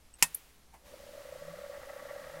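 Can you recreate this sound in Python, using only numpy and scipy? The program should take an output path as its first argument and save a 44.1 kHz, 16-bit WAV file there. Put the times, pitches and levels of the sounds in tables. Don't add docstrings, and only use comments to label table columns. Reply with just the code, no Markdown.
import sys
import numpy as np
from scipy import signal
from scipy.fft import rfft, irfft
from scipy.io import wavfile

SR = 44100
rng = np.random.default_rng(int(sys.argv[2]) if len(sys.argv) > 2 else 0)


def dump(signal):
    limited = np.clip(np.atleast_2d(signal).T, -1, 1)
    pcm = np.round(limited * 32767).astype(np.int16)
    wavfile.write(sys.argv[1], SR, pcm)


N = 105840
TIME = np.arange(N) / SR


def from_db(db):
    return 10 ** (np.asarray(db) / 20)


def unit_rms(x):
    return x / np.sqrt(np.mean(x ** 2) + 1e-20)


def level(curve):
    return from_db(np.interp(TIME, *np.transpose(curve), left=-140))


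def noise(colour):
    hz, db = np.transpose(colour)
    bins_hz = np.maximum(np.arange(N // 2 + 1) * SR / N, 1)
    gain = from_db(np.interp(np.log(bins_hz), np.log(hz), db))
    return unit_rms(irfft(rfft(rng.standard_normal(N)) * gain, N))


def wobble(rate_hz):
    lowpass = signal.butter(2, rate_hz, fs=SR, output="sos")
    return unit_rms(signal.sosfilt(lowpass, rng.standard_normal(N)))


def tone(hz, wander_hz):
    return np.sin(2 * np.pi * np.cumsum(hz + wander_hz * wobble(20.3)) / SR)


def friction(resonances):
    out = 0
    for hz, width, db in resonances:
        radius = np.exp(-np.pi * width * np.sqrt(2) / SR)
        band = [1 - radius, 0, radius - 1, 1, -2 * radius * np.cos(2 * np.pi * hz / SR), radius ** 2]
        out += from_db(db) * unit_rms(signal.sosfilt([band, band], rng.standard_normal(N)))
    return unit_rms(out)


def decay(start, t60_s):
    return (TIME >= start) * np.exp(-np.log(1000) * np.maximum(TIME - start, 0) / t60_s)


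def struck(start, modes):
    out = 0
    for hz, db, t60_s in modes:
        envelope = from_db(db) * decay(start, t60_s)
        out += rng.choice([-1, 1]) * envelope * np.sin(2 * np.pi * hz * (TIME - start))
    return out


# (frequency [Hz], relative level [dB])
ROOM_COLOUR = [(15, 8), (35, -3.5), (60, 2), (100, -10.5), (300, -13.5), (800, -17), (2000, -21.5),
               (6000, -24), (12000, -26.5), (16000, -36.5)]

def room(mains_hz=60):
    return from_db(-61) * noise(ROOM_COLOUR) + from_db(-69.5) * np.sin(2 * np.pi * mains_hz * TIME)


# (time [s], level [dB])
RUB_LEVEL = [(0.185, -62), (0.194, -57.5), (0.3, -57.5), (0.42, -61.5), (0.52, -66.5), (0.62, -73.5),
             (0.7, -97)]
# (frequency [Hz], relative level [dB])
RUB_COLOUR = [(100, 0.5), (700, 3.5), (1400, 4), (2500, 5), (5000, -1), (11000, -0.5), (16000, -3.5)]

def finger_rub():
    return level(RUB_LEVEL) * noise(RUB_COLOUR)


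# (time [s], pitch [Hz], relative level [dB])
SQUEAK_GLIDE = [(0.3425, 6300, -60), (0.3458, 7500, -42), (0.3478, 10600, -30), (0.350, 12300, -29),
                (0.353, 13000, -41), (0.358, 13200, -65)]
# (frequency [Hz], relative level [dB])
SQUEAK_RING_COLOUR = [(4000, -18), (8500, -22), (11000, -4), (12300, -6), (13400, -3), (15000, -21)]
# (frequency [Hz], level [dB], t60 [s])
PING_MODES = [(13400, -50, 0.1)]

def finger_squeak(spread_hz=1100):
    times, hz, db = np.transpose(SQUEAK_GLIDE)
    phase = 2 * np.pi * np.cumsum(np.interp(TIME, times, hz)) / SR
    envelope = from_db(np.interp(TIME, times, db, left=-140, right=-140))
    band = wobble(spread_hz) * np.sin(phase) + wobble(spread_hz) * np.cos(phase)
    release = times[np.argmax(db)]
    ring = from_db(-44) * decay(release, t60_s=0.12) * noise(SQUEAK_RING_COLOUR)
    return envelope * band + ring + struck(release, PING_MODES)


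# (time [s], relative level [dB])
TICKS = [(0.139, -38.5), (0.1535, -47)]
# (frequency [Hz], relative level [dB], t60 [s])
LEVER_MODES = [(2820, -17.5, .03), (5480, -21, 0.019), (6659, -17, .025), (8080, -3.5, 0.025),
               (8360, -10, 0.018)]
# (time [s], level [dB])
CREAK_LEVEL = [(0.218, -64), (0.2215, -50), (0.2245, -54.5), (0.24, -130)]
# (frequency [Hz], relative level [dB])
CREAK_COLOUR = [(80, 19.5), (300, 1), (1200, -7), (2600, 10), (4200, -7), (7500, -4.5), (11000, -10.5),
                (16000, -18)]

def switch_lever(attack_s=0.0016):
    ticks = 0
    for start, db in TICKS:
        attack = np.clip((TIME - start) / attack_s, 0, 1)
        ticks += from_db(db) * attack * struck(start, LEVER_MODES)
    return ticks + level(CREAK_LEVEL) * noise(CREAK_COLOUR)


# (time [s], relative level [dB])
SNAPS = [(0.225, -13.5), (0.2256, -14), (0.229, -27.5)]
# (frequency [Hz], relative level [dB], t60 [s])
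FRAME_MODES = [(162, -24, .17), (235, -29, .16), (845, -19, .09), (1000, -19, .11), (1853, -11, .1),
               (2137, -4, .048), (2596, -7, .085), (3139, -7, .04), (3575, -14, .07), (5467, -8, .05),
               (6256, -6, .04), (7128, -5, .058), (7610, -6, .056), (7772, -5, .052), (8765, -8, .045),
               (9892, -12, .1), (11380, -7, .055), (13383, -11, .068)]
# (frequency [Hz], relative level [dB])
CRACK_COLOUR = [(60, -13), (180, -7), (450, -18.5), (1300, -13.5), (2400, 3.5), (4000, -9), (5200, 0.5),
                (8000, 1.5), (10500, -5), (13500, -2), (16000, -15.5)]
# (frequency [Hz], relative level [dB])
TAIL_COLOUR = [(100, -4), (300, -15.5), (600, -1.5), (1000, 8), (2700, -6.5), (4500, -1), (7000, -1),
               (9800, 7), (13500, -4.5), (16000, -14)]

def switch_snap():
    crack_power = sum((from_db(db) * decay(start, t60_s=0.035)) ** 2 for start, db in SNAPS)
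    crack = from_db(0.5) * np.sqrt(crack_power) * noise(CRACK_COLOUR)
    first_hit, hit_db = SNAPS[0]
    ring = from_db(hit_db - 5.5) * struck(first_hit, FRAME_MODES)
    tail = from_db(-27) * decay(first_hit, t60_s=0.12) * noise(TAIL_COLOUR)
    return crack + ring + tail


# (time [s], level [dB])
SCUFF_LEVEL = [(0.715, -83), (0.742, -54), (0.765, -59), (0.8, -76)]
# (frequency [Hz], relative level [dB])
SCUFF_COLOUR = [(200, -4), (550, -13), (820, 1.5), (1150, -10), (1500, -18), (2100, -10), (4000, -27),
                (10500, -21.5), (15000, -29)]
# (time [s], level [dB])
HISS_LEVEL = [(0.835, -76), (0.86, -58), (1.2, -56.5), (1.8, -56.5), (2.4, -55.5)]
# (frequency [Hz], relative level [dB])
HISS_COLOUR = [(80, 5), (230, 3), (380, 3), (900, 2), (2200, -1), (3000, -2), (4500, -4), (7000, -7),
               (11000, -9), (15500, -10.5)]
# (time [s], relative level [dB])
RASP_LEVEL = [(0.82, -92), (0.88, -71), (1.11, -69.5), (1.17, -61), (1.6, -57.5), (2.4, -52.5)]
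# (time [s], level change [dB])
RASP_SWELLS = [(1.5, 6), (1.695, -3), (1.835, 4.5), (1.9, 6), (1.995, 3.5), (2.105, 10), (2.18, 3),
               (2.254, 3), (2.375, 4.5)]
# (frequency [Hz], nominal width [Hz], relative level [dB])
COVER_RESONANCES = [(780, 182, -3), (1136, 17, -3.5), (1268, 155, -2.5), (1381, 64, -6.5), (1620, 96, -6.5),
                    (1895, 217, 0)]

def spindle(swell_s=0.011, flutter_db=2.5):
    scuff = level(SCUFF_LEVEL) * noise(SCUFF_COLOUR)
    swell_db = sum(db * np.exp(-0.5 * ((TIME - centre) / swell_s) ** 2) for centre, db in RASP_SWELLS)
    unevenness = from_db(swell_db + flutter_db * wobble(rate_hz=70))
    rasp = level(RASP_LEVEL) * unit_rms(friction(COVER_RESONANCES) * unevenness)
    hiss = level(HISS_LEVEL) * noise(HISS_COLOUR)
    return scuff + rasp + hiss


# (time [s], pulse rate [Hz])
MOTOR_RATE = [(0.74, 14), (1.4, 77), (1.52, 83), (1.6, 92), (1.95, 119), (2.3, 150), (2.38, 161)]
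ORDERS_DB = [-71.5, -73.5]

def motor(chassis_hz=165, width_hz=5.8, lift_db=23.5):
    rate = np.interp(TIME, *np.transpose(MOTOR_RATE), left=0)
    phase = 2 * np.pi * np.cumsum(rate) / SR
    hum = 0
    for order, db in enumerate(ORDERS_DB, 1):
        hz = order * rate
        resonance = from_db(lift_db) / np.hypot(1, 2 * (hz - chassis_hz) / width_hz)
        bass_rolloff = np.minimum(hz / chassis_hz, 1)
        hum += from_db(db) * np.hypot(1, resonance) * bass_rolloff * np.sin(order * phase)
    return hum


# (time [s], relative level [dB])
GROAN_LEVEL = [(0.7, -88), (0.8, -65), (0.88, -58.5), (0.95, -55), (1.2, -51.5), (1.5, -49.5), (2.4, -49)]
# (frequency [Hz], nominal width [Hz], relative level [dB])
CASING_RESONANCES = [(513, 19.5, -8.5), (570.7, 23.5, 0), (665, 136, -15.5)]
# (time [s], relative level [dB])
THROBS = [(0.937, -37.5), (1.0, -47.5), (1.035, -43), (1.065, -41.5), (1.087, -41.5), (1.133, -38),
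          (1.148, -38.5), (1.175, -37.5), (1.201, -40), (1.215, -43), (1.252, -39), (1.287, -39),
          (1.322, -33), (1.356, -34.5), (1.42, -35), (1.448, -39.5), (1.48, -36), (1.535, -34.5),
          (1.586, -36), (1.613, -38.5), (1.638, -34), (1.66, -41.5), (1.696, -34), (1.7345, -37),
          (1.75, -40), (1.772, -37.5), (1.793, -38), (1.83, -38.5), (1.87, -40), (1.901, -35), (1.932, -36),
          (1.962, -34.5), (2.022, -37), (2.052, -35.5), (2.065, -39), (2.107, -32.5), (2.134, -37),
          (2.161, -33.5), (2.193, -39), (2.215, -36.5), (2.244, -39), (2.267, -36), (2.295, -34.5),
          (2.343, -38), (2.368, -36), (2.387, -37)]

def bearing(throb_s=0.014, lead_s=0.0022):
    effort = level(GROAN_LEVEL)
    groan = from_db(-6.5) * friction(CASING_RESONANCES)
    whine = from_db(-6) * tone(hz=508, wander_hz=3)
    throbbing = from_db(-9) * effort
    for time, db in THROBS:
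        progress = np.clip((TIME - time + lead_s) / throb_s, 0, 1)
        throbbing += from_db(db - 3) * np.sin(np.pi * progress) ** 2
    return effort * (groan + whine) + throbbing * tone(hz=571, wander_hz=5)


def scene():
    switching_on = finger_rub() + finger_squeak() + switch_lever() + switch_snap()
    drive = spindle() + motor() + bearing()
    return (room() + switching_on + drive)[None]


def record(dry, ceiling=0.8, cutoff_hz=15800):
    rounded = ceiling * np.tanh(dry / ceiling)
    lowpass = signal.ellip(10, 0.1, 80, cutoff_hz, fs=SR, output="sos")
    return signal.sosfilt(lowpass, rounded)


dry = scene()
out = record(dry)
dump(out)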